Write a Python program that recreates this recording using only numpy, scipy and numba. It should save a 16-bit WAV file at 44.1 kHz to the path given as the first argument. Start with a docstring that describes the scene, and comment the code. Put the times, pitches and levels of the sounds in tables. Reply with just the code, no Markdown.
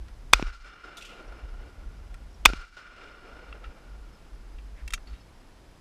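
"""Two shotgun blasts among wooded hills

A small camera in a housing worn by the shooter hears two blasts: oscillating pulses with gas noise that overload
its microphone. Single-pulse echoes come off near objects, then decaying noise bands form the wash of the woods.
Noise bursts break a clay target after the first shot; struck steel modes are the gun, later broken open.
A wandering low tone with band noise rumbles, from wind and in the wake of the shots, over breeze hiss and far
chirps; the gain ducks after each blast."""
import sys
import numpy as np
from scipy import signal
from scipy.fft import rfft, irfft, next_fast_len
from scipy.io import wavfile
from scipy.ndimage import uniform_filter1d
from numba import njit

SR = 44100
rng = np.random.default_rng(int(sys.argv[2]) if len(sys.argv) > 2 else 0)


def volts_from_db(level):
    """Convert decibel levels to linear amplitude ratios."""
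    exponent = np.asarray(level, float) / 20
    return 10 ** exponent


def int16_out(signal):
    """Quantize to a 16-bit WAV file."""
    q = np.round(np.clip(np.atleast_2d(signal).T, -1, 1) * 32767)
    wavfile.write(sys.argv[1], SR, q.astype(np.int16))


N = 255838
T = np.arange(N) / SR


def unit(x):
    """Normalization: scale to rms 1."""
    return x / np.sqrt(np.mean(x ** 2))


def hiss(gain_at):
    """Spectral shaping: steady Gaussian noise, rms 1, with the amplitude spectrum gain_at(Hz)."""
    size = next_fast_len(N)
    hz = np.maximum(np.arange(size // 2 + 1) * SR / size, 1)
    spectrum = rfft(rng.standard_normal(size)) * gain_at(hz)
    return unit(irfft(spectrum, size)[:N])


def curve(points):
    """Log-frequency interpolation: gain along (Hz, dB) points."""
    f, db = np.transpose(points)
    return lambda hz: volts_from_db(np.interp(np.log(hz), np.log(f), db))


def peak(hz, centre_hz, width_hz):
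    """Simple resonance: magnitude of one mode, 1 at its centre."""
    return 1 / np.sqrt(1 + ((hz - centre_hz ** 2 / hz) / width_hz) ** 2)


def fade(t, t60):
    """Exponential decay: silent before t = 0, then down 60 dB in t60."""
    return (t >= 0) * np.exp(-np.log(1000) * np.maximum(t, 0) / t60)


def add(out, s, x):
    """Superposition: mix x into out from time s."""
    i = int(s * SR)
    out[i:i + len(x)] += x[:N - i]


def ring(kick, modes):
    """Modal response: the kick convolved with decaying modes (Hz, dB, t60)."""
    t = T[:SR // 4]
    response = sum(volts_from_db(db) * fade(t, t60) * np.sin(2 * np.pi * hz * t) for hz, db, t60 in modes)
    return signal.fftconvolve(kick, response)


def walk(rate):
    """Low-passed random process: slow chance of rms 1, with rate new values a second."""
    k = int(SR / rate)
    steps = np.repeat(rng.standard_normal(N // k + 1), k)
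    return unit(uniform_filter1d(uniform_filter1d(steps, k), k)[:N])


# Spectrum of the breeze: f/Hz, relative level/dB
BREEZE_SPECTRUM = [(12, -31), (20, 3.5), (47, -5.5), (87, -12), (361, -18), (451, -21), (580, -22),
                   (832, -23), (4300, -35.5), (5080, -35.5), (7290, -41), (10200, -45.5), (14200, -45.5),
                   (15400, -52.5)]
# Narrow hiss of the electronics: f/Hz, width/Hz, level/dB
ELECTRONIC_WHINE = [(5000, 99, -80), (7950, 120, -86), (10000, 200, -80.5)]


def air():
    """Broadband turbulence noise: breeze in grass and leaves, with narrow-band whine of the electronics."""
    whine = sum(volts_from_db(db) * hiss(lambda hz: peak(hz, f, w) ** 2) for f, w, db in ELECTRONIC_WHINE)
    return volts_from_db(-52.5) * hiss(curve(BREEZE_SPECTRUM)) + whine


# Level of the low rumble, from wind and in the wake of the shots, before lumps and buffets:
# t/s, rocking level/dB, flutter level/dB
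RUMBLE_LEVEL = [(0.0, -48.5, -44.5), (.3, -50, -49), (.47, -34, -37), (0.559, -44, -69), (.9, -50.5, -81),
                (1.35, -51, -47.5), (1.599, -52, -47.5), (2.0, -48.5, -46), (2.4, -51.5, -51.5),
                (2.579, -30.5, -29.5), (2.7, -50.5, -72.5), (3.2, -55.5, -63.5), (3.5, -49, -62),
                (3.8, -63, -64), (4.05, -53, -65), (4.45, -52.5, -63), (4.9, -43, -55), (5.25, -56, -76),
                (5.8, -58.5, -66)]
# Short swells of the rumble: t/s, rocking level/dB, half length/s
RUMBLE_BUFFETS = [(0.476, -26, 0.032), (1.303, -54, .025), (1.45, -35.5, 0.023), (1.54, -40.5, 0.024),
                  (1.599, -40, 0.018), (1.872, -45, 0.023), (2.27, -43, 0.032), (2.425, -43, 0.02),
                  (2.585, -30.5, 0.053), (3.075, -45, 0.019), (3.506, -46.5, 0.032), (3.68, -41, 0.022),
                  (3.931, -41.5, .04), (4.012, -46, 0.028), (4.339, -40.5, 0.02), (4.571, -39, 0.029),
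                  (4.723, -45, 0.029), (4.841, -40, 0.018), (4.94, -31.5, 0.01), (4.983, -37.5, 0.015),
                  (5.128, -37, 0.019)]


def wind():
    """Flow-excited resonance: a low tone of wandering pitch and band noise, swelling also after the shots."""
    rock_hz, wander = 42.55, .26  # wander: widest swing of the pitch in natural log units
    lumps_db, lumps_per_s = 5.0, 22
    s, rock_db, flutter_db = np.transpose(RUMBLE_LEVEL)
    pitch_hz = rock_hz * np.exp(wander * np.tanh(walk(24)))
    rock = np.sqrt(2) * np.sin(2 * np.pi * np.cumsum(pitch_hz) / SR)
    gust = volts_from_db(-3) * hiss(lambda hz: peak(hz, 27, 19) ** 2)
    flutter = hiss(lambda hz: peak(hz, 51, 35) ** 2)
    buffets = sum(volts_from_db(db) * np.exp(-((T - at) / half) ** 2) for at, db, half in RUMBLE_BUFFETS)
    rocking = volts_from_db(np.interp(T, s, rock_db) + lumps_db * walk(lumps_per_s)) + buffets
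    fluttering = volts_from_db(np.interp(T, s, flutter_db)) + volts_from_db(-19) * buffets
    return rocking * (rock + gust) + fluttering * flutter


# Knocks of the gun's metal parts, levels relative:
# t/s, level/dB, t60/s, scrape level over knock/dB, scrape f/Hz, lean of the ring/dB per octave
GUN_KNOCKS = [(0.082, -65.5, 0.047, 8.5, 4130, -24), (2.1418, -55.5, 0.036, 4, 5500, -24.5),
              (3.5265, -37.5, 0.011, -5.5, 2060, -9.5), (3.639, -52.5, 0.12, -9, 3500, -15),
              (4.584, -57, 0.046, -4, 3030, -6.5), (4.877, -40, 0.032, 0, 6120, 2),
              (4.905, -41.5, 0.019, -1, 6000, 10.5), (4.924, -45, 0.028, 1, 5940, 0),
              (4.935, -26, 0.039, -1.5, 6600, 9.5), (4.9767, -52, 0.019, 10, 1600, -12),
              (5.07, -69.5, 0.35, 9.5, 3000, -21.5), (5.13, -67.5, 0.29, 3.5, 2500, -7)]
# Modes of the steel, before the lean: f/Hz, relative level/dB, t60/s
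STEEL_MODES = [(1380, -8, .016), (1900, -3, .01), (2380, 0, .012), (2700, 1, .018), (3200, -2, .012),
               (3650, -5, .012), (4500, -13, .01), (5350, -13, .012), (6000, -31, .07), (6650, -26, .05),
               (7400, -18, .012), (8200, -18, .01), (10500, -21, .008)]
# Thin rings of loose small parts, before their chatter: t/s, f/Hz, level/dB, t60/s
LOOSE_PARTS = [(5.07, 4450, -55, .12), (5.09, 5200, -63, .15), (5.128, 3800, -59, .25),
               (5.13, 4400, -59, .1), (5.2, 4400, -60, .1), (5.205, 5200, -61, .12)]


def action():
    """Modal excitation: short noise pushes ring the same steel under a scrape; loose parts ring; a hand rubs."""
    out, t = np.zeros(N), T[:SR // 4]
    for s, db, t60, scrape_db, scrape_hz, lean_db in GUN_KNOCKS:
        shape = np.minimum(t / 0.0013, 1) * fade(t, t60)
        modes = [(hz, g + lean_db * np.log2(hz / 2600), long) for hz, g, long in STEEL_MODES]
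        # no bass; knocks with a low scrape are dull
        noise = hiss(lambda hz: np.minimum(hz / 1300, 1) ** 4 / (1 + (hz / scrape_hz / 1.6) ** 4))
        push = shape * noise[:len(t)]
        add(out, s, volts_from_db(db - 20) * ring(push, modes))
        scrape = shape * hiss(lambda hz: peak(hz, scrape_hz, scrape_hz) ** 2)[:len(t)]
        add(out, s, volts_from_db(db + scrape_db) * scrape)
    for s, hz, db, t60 in LOOSE_PARTS:
        chatter = 1 + .5 * walk(300)[:len(t)]  # the part chatters against its seat
        add(out, s, chatter * ring(np.ones(1), [(hz, db, t60)]))
    # a hand rubs along the stock
    rub_s, rub_half_s = 4.795, .04
    rub = np.exp(-((T - rub_s) / rub_half_s) ** 2) * hiss(lambda hz: peak(hz, 1734, 1300) ** 2)
    return out + volts_from_db(-58) * rub


# The two shots, levels relative:
# t/s, blast level/dB, hammer blow level/dB, hammer lead/s, low shove of the pressure wave level/dB
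SHOTS = [(0.334, 1.5, -21, .005, -22), (2.4574, 3, -10, 0.0055, -13)]
# The struck housing swings low first, then hands over to a higher mode:
# f/Hz, relative level/dB, start t/s, held/s, t60/s
HOUSING_SWING = [(1150, 2, 0, .0013, .004), (3450, -3, 0, .0018, .012), (2380, 5, .0017, .0012, .004),
                 (2550, -3, .0042, .0007, .016), (2820, -9, .002, .001, .02), (3600, -18, .004, .001, .04),
                 (4600, -12, .0005, .001, .012), (6200, -12, .001, .001, .01), (7700, -10, 0, .001, .01),
                 (1390, -12, .002, .001, .03)]
# A low thump rings on after each blast and dies away: f/Hz, relative level/dB, start t/s, t60/s
LOW_THUMP = (44, -8, .009, .24)


def blasts():
    """Impulsive excitation: hammer blow through the stock, inward swings, gas noise and a low ringing thump."""
    out, t = np.zeros(N), T[:SR // 4]
    swing = np.zeros(len(t))
    for hz, db, s, held, t60 in HOUSING_SWING:
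        envelope = (t >= s) * fade(np.maximum(t - s - held, 0), t60)
        swing -= volts_from_db(db) * envelope * np.sin(2 * np.pi * hz * (t - s))
    hz, db, s, t60 = LOW_THUMP
    swing += volts_from_db(db) * fade(t - s, t60) * np.sin(2 * np.pi * hz * (t - s))
    hammer_modes = [(2800, 2.5, 0.0027), (5000, -7.5, 0.0014), (6700, -12, 0.00067)]  # Hz, dB, t60 s
    for s, blast_db, hammer_db, lead, shove_db in SHOTS:
        gas = volts_from_db(-6) * fade(t, 0.026) * hiss(lambda hz: peak(hz, 4300, 2800) ** 2)[:len(t)]
        add(out, s, -ring(np.ones(1), [(304, shove_db, .03)]))
        add(out, s, volts_from_db(blast_db) * (swing + gas))
        rattle = np.minimum(t / 0.0021, 1) ** 2 * fade(t, 0.055) * rng.standard_normal(len(t))
        add(out, s - lead, volts_from_db(hammer_db - 4.5) * ring(rattle, hammer_modes))
    return out


# Resonances of the housing: f/Hz, width/Hz, relative level/dB
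HOUSING_MODES = [(1406, 97, -1.5), (2080, 97, -15), (2345, 88, -9), (2821, 170, -12.5), (3580, 77, -20.5),
                 (4310, 78, -18), (5200, 160, -17)]
# Spectrum of the middle of the wash: f/Hz, relative level/dB
WASH_SPECTRUM = [(410, -34), (700, -15.5), (895, -18), (1430, 0.5), (1660, -11.5), (2810, -16.5),
                 (3060, -18), (9000, -38), (11700, -66.5), (19800, -120)]
# Parts of the landscape that answer each shot: the ground at the feet, the field, scattered bushes,
# the tree line, the wood, the hill: delay after the shot/s, held/s, base t60/s,
# middle level/dB, bass level/dB, treble level/dB
LANDSCAPE_RETURNS = [(.004, 0.0011, 0.31, -26.5, -41, -32), (.02, .14, .24, -33, -50.5, -38.5),
                     (.19, 0.13, 0.28, -48, -78, -51.5), (0.308, .004, 1.58, -41, -53.5, -54.5),
                     (0.503, 0.011, 2.5, -45, -50, -62), (.76, 0.14, 3.5, -54, -52, -71.5)]


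def wash():
    """Diffuse reverberation: both shots excite the same delayed returns, whose band powers add."""
    rise_s, bass_t60_ratio = .003, 0.98
    treble_t60_s = 1.0  # further treble loss in leaves and air, from each arrival
    body = curve(WASH_SPECTRUM)

    def middle_gain(hz):
        """Parallel resonances: the housing colours the body of the wash."""
        return sum(volts_from_db(db) * peak(hz, f, w) ** 2 for f, w, db in HOUSING_MODES) + volts_from_db(-1.0) * body(hz)

    middle = hiss(middle_gain)
    bass = hiss(lambda hz: peak(hz, 410, 570) ** 2)
    treble = hiss(lambda hz: peak(hz, 4300, 3400) ** 2)
    power = np.zeros((3, N))
    patchy = volts_from_db(1.8 * walk(90))  # many separate trunks: the wash arrives in lumps
    for s, *_ in SHOTS:
        for after, held, t60, *levels in LANDSCAPE_RETURNS:
            t = T - s - after
            for k, t60_ratio in enumerate((1, bass_t60_ratio, 1)):
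                shape = np.clip(t / rise_s, 0, 1) * fade(np.maximum(t - held, 0), t60 * t60_ratio)
                if k == 2:
                    shape = shape * fade(t, treble_t60_s)
                power[k] += (volts_from_db(levels[k]) * shape) ** 2
    return patchy * (np.sqrt(power) * [middle, bass, treble]).sum(axis=0)


# Slaps off near objects: t/s, level/dB, pulse length/ms, ring level over pulse/dB
NEAR_SLAPS = [(0.3422, -13.5, 0.83, -8.5), (0.3964, -8, 1.4, -20), (0.3991, -19, 3.1, -4),
              (0.4258, -6.5, 3.7, -3), (0.471, -43, 1.5, 20), (2.4658, -9, 0.94, -5.5),
              (2.4908, -17, 2, -17.5), (2.5007, -15.5, 2.6, -5.5), (2.5347, -13, 3.7, 0.5)]


def slaps():
    """Discrete reflection: each slap is one rounded push and pull of pressure that also rings the housing."""
    out, t = np.zeros(N), T[:SR // 50]
    # Hz, dB, t60 s
    shell_modes = [(1359, -2, 0.0042), (2500, 1.0, 0.005), (3420, -1.5, 0.0016), (5500, -9.5, 0.009)]
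    shell = ring(np.hanning(8) / 3, shell_modes)[:len(t)]
    for s, db, ms, ring_db in NEAR_SLAPS:
        u = np.minimum(t * 1000 / ms, 1)
        pulse = np.sin(2 * np.pi * u ** 0.8) * (1 - u ** 2.6)  # steeper front than tail
        add(out, s, volts_from_db(db) * (pulse + volts_from_db(ring_db) * shell))
    return out


# The clay bursts and its shards rattle:
# t/s, level/dB, t60/s, centre f/Hz, relative ping level of the shards/dB
CLAY_BURSTS = [(0.97, -37.5, 0.13, 6000, 15), (1.01, -42.5, 0.39, 2980, -19),
               (1.023, -41.5, 0.064, 5000, -7), (1.05, -43, 0.17, 4400, -13),
               (1.091, -49.5, 0.53, 3540, -23)]


def clay():
    """Brittle fracture: decaying bursts of noise from some way off; the shards ping."""
    def burst(centre_hz, ping_db):
        """Parallel resonances: broad noise, a dull body and the ping."""
        def gain(hz):
            broad = peak(hz, centre_hz, 1.36 * centre_hz) ** 2
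            body = volts_from_db(7.5) * peak(hz, 2680, 750) ** 2
            ping = volts_from_db(ping_db) * peak(hz, 3490, 230) ** 2 + volts_from_db(-24) * peak(hz, 7500, 800) ** 2
            return broad * (0.6 + body + ping)
        return hiss(gain)
    return sum(volts_from_db(db) * fade(T - s, t60) * burst(hz, ping_db) for s, db, t60, hz, ping_db in CLAY_BURSTS)


# Faint far chirps, before their roughness: t/s, length/s, start f/Hz, end f/Hz, level/dB
FAR_CHIRPS = [(1.245, .02, 5800, 5500, -65), (1.27, .025, 5900, 5400, -65), (2.3, .022, 5400, 5700, -64),
              (2.333, .025, 5750, 5450, -63), (4.12, .05, 5300, 5200, -64)]


def birds():
    """Frequency glide with amplitude modulation: short hoarse whistles far off in the trees."""
    out = np.zeros(N)
    for s, length, start_hz, end_hz, db in FAR_CHIRPS:
        hz = np.linspace(start_hz, end_hz, int(length * SR))
        whistle = np.sin(2 * np.pi * np.cumsum(hz) / SR)
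        add(out, s, volts_from_db(db) * np.hanning(len(hz)) * whistle)
    return out * (1 + .7 * walk(500))


def scene():
    """Linear superposition: all sources at the one microphone."""
    return (air() + wind() + action() + blasts() + wash() + slaps() + clay() + birds())[None]


@njit
def alarm(x, loud, rise, hold, fall):
    """Peak detection with hold: gain pull-back, 0-1, set off by loud samples, held, then let go slowly."""
    aim, since, e, y = 0., 0., 0., np.empty(len(x))
    for i in range(len(x)):
        since += 1
        if abs(x[i]) > loud:
            aim, since = 1., 0.
        elif since > hold:
            aim *= 1 - fall
        e += (aim - e) * rise
        y[i] = e
    return y


def roll_off(x):
    """The treble ends steeply here."""
    return signal.sosfilt(signal.butter(12, 15600, fs=SR, output="sos"), x)


def record(dry):
    """Limiting and band limitation: a dull port, gain that ducks too late for the blast, clipping, a cut top."""
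    port_hz, top_hz = 12500, 15200
    loud, duck_db = 1.4, 12.5  # amplitude that sets off the duck, and its full depth
    lag_s, hold_s, recover_s = .003, 0.17, 0.42  # lag and recovery are time constants
    x = signal.sosfilt(signal.butter(2, port_hz, fs=SR, output="sos"), dry)
    duck = alarm(x[0], loud, 1 / (lag_s * SR), hold_s * SR, 1 / (recover_s * SR))
    x = np.clip(x * volts_from_db(-duck_db * duck), -1, 1)
    x = signal.sosfilt(signal.ellip(8, .2, 60, top_hz, fs=SR, output="sos"), x)
    return roll_off(np.clip(x, -1, 1))


dry = scene()
out = record(dry)
int16_out(out)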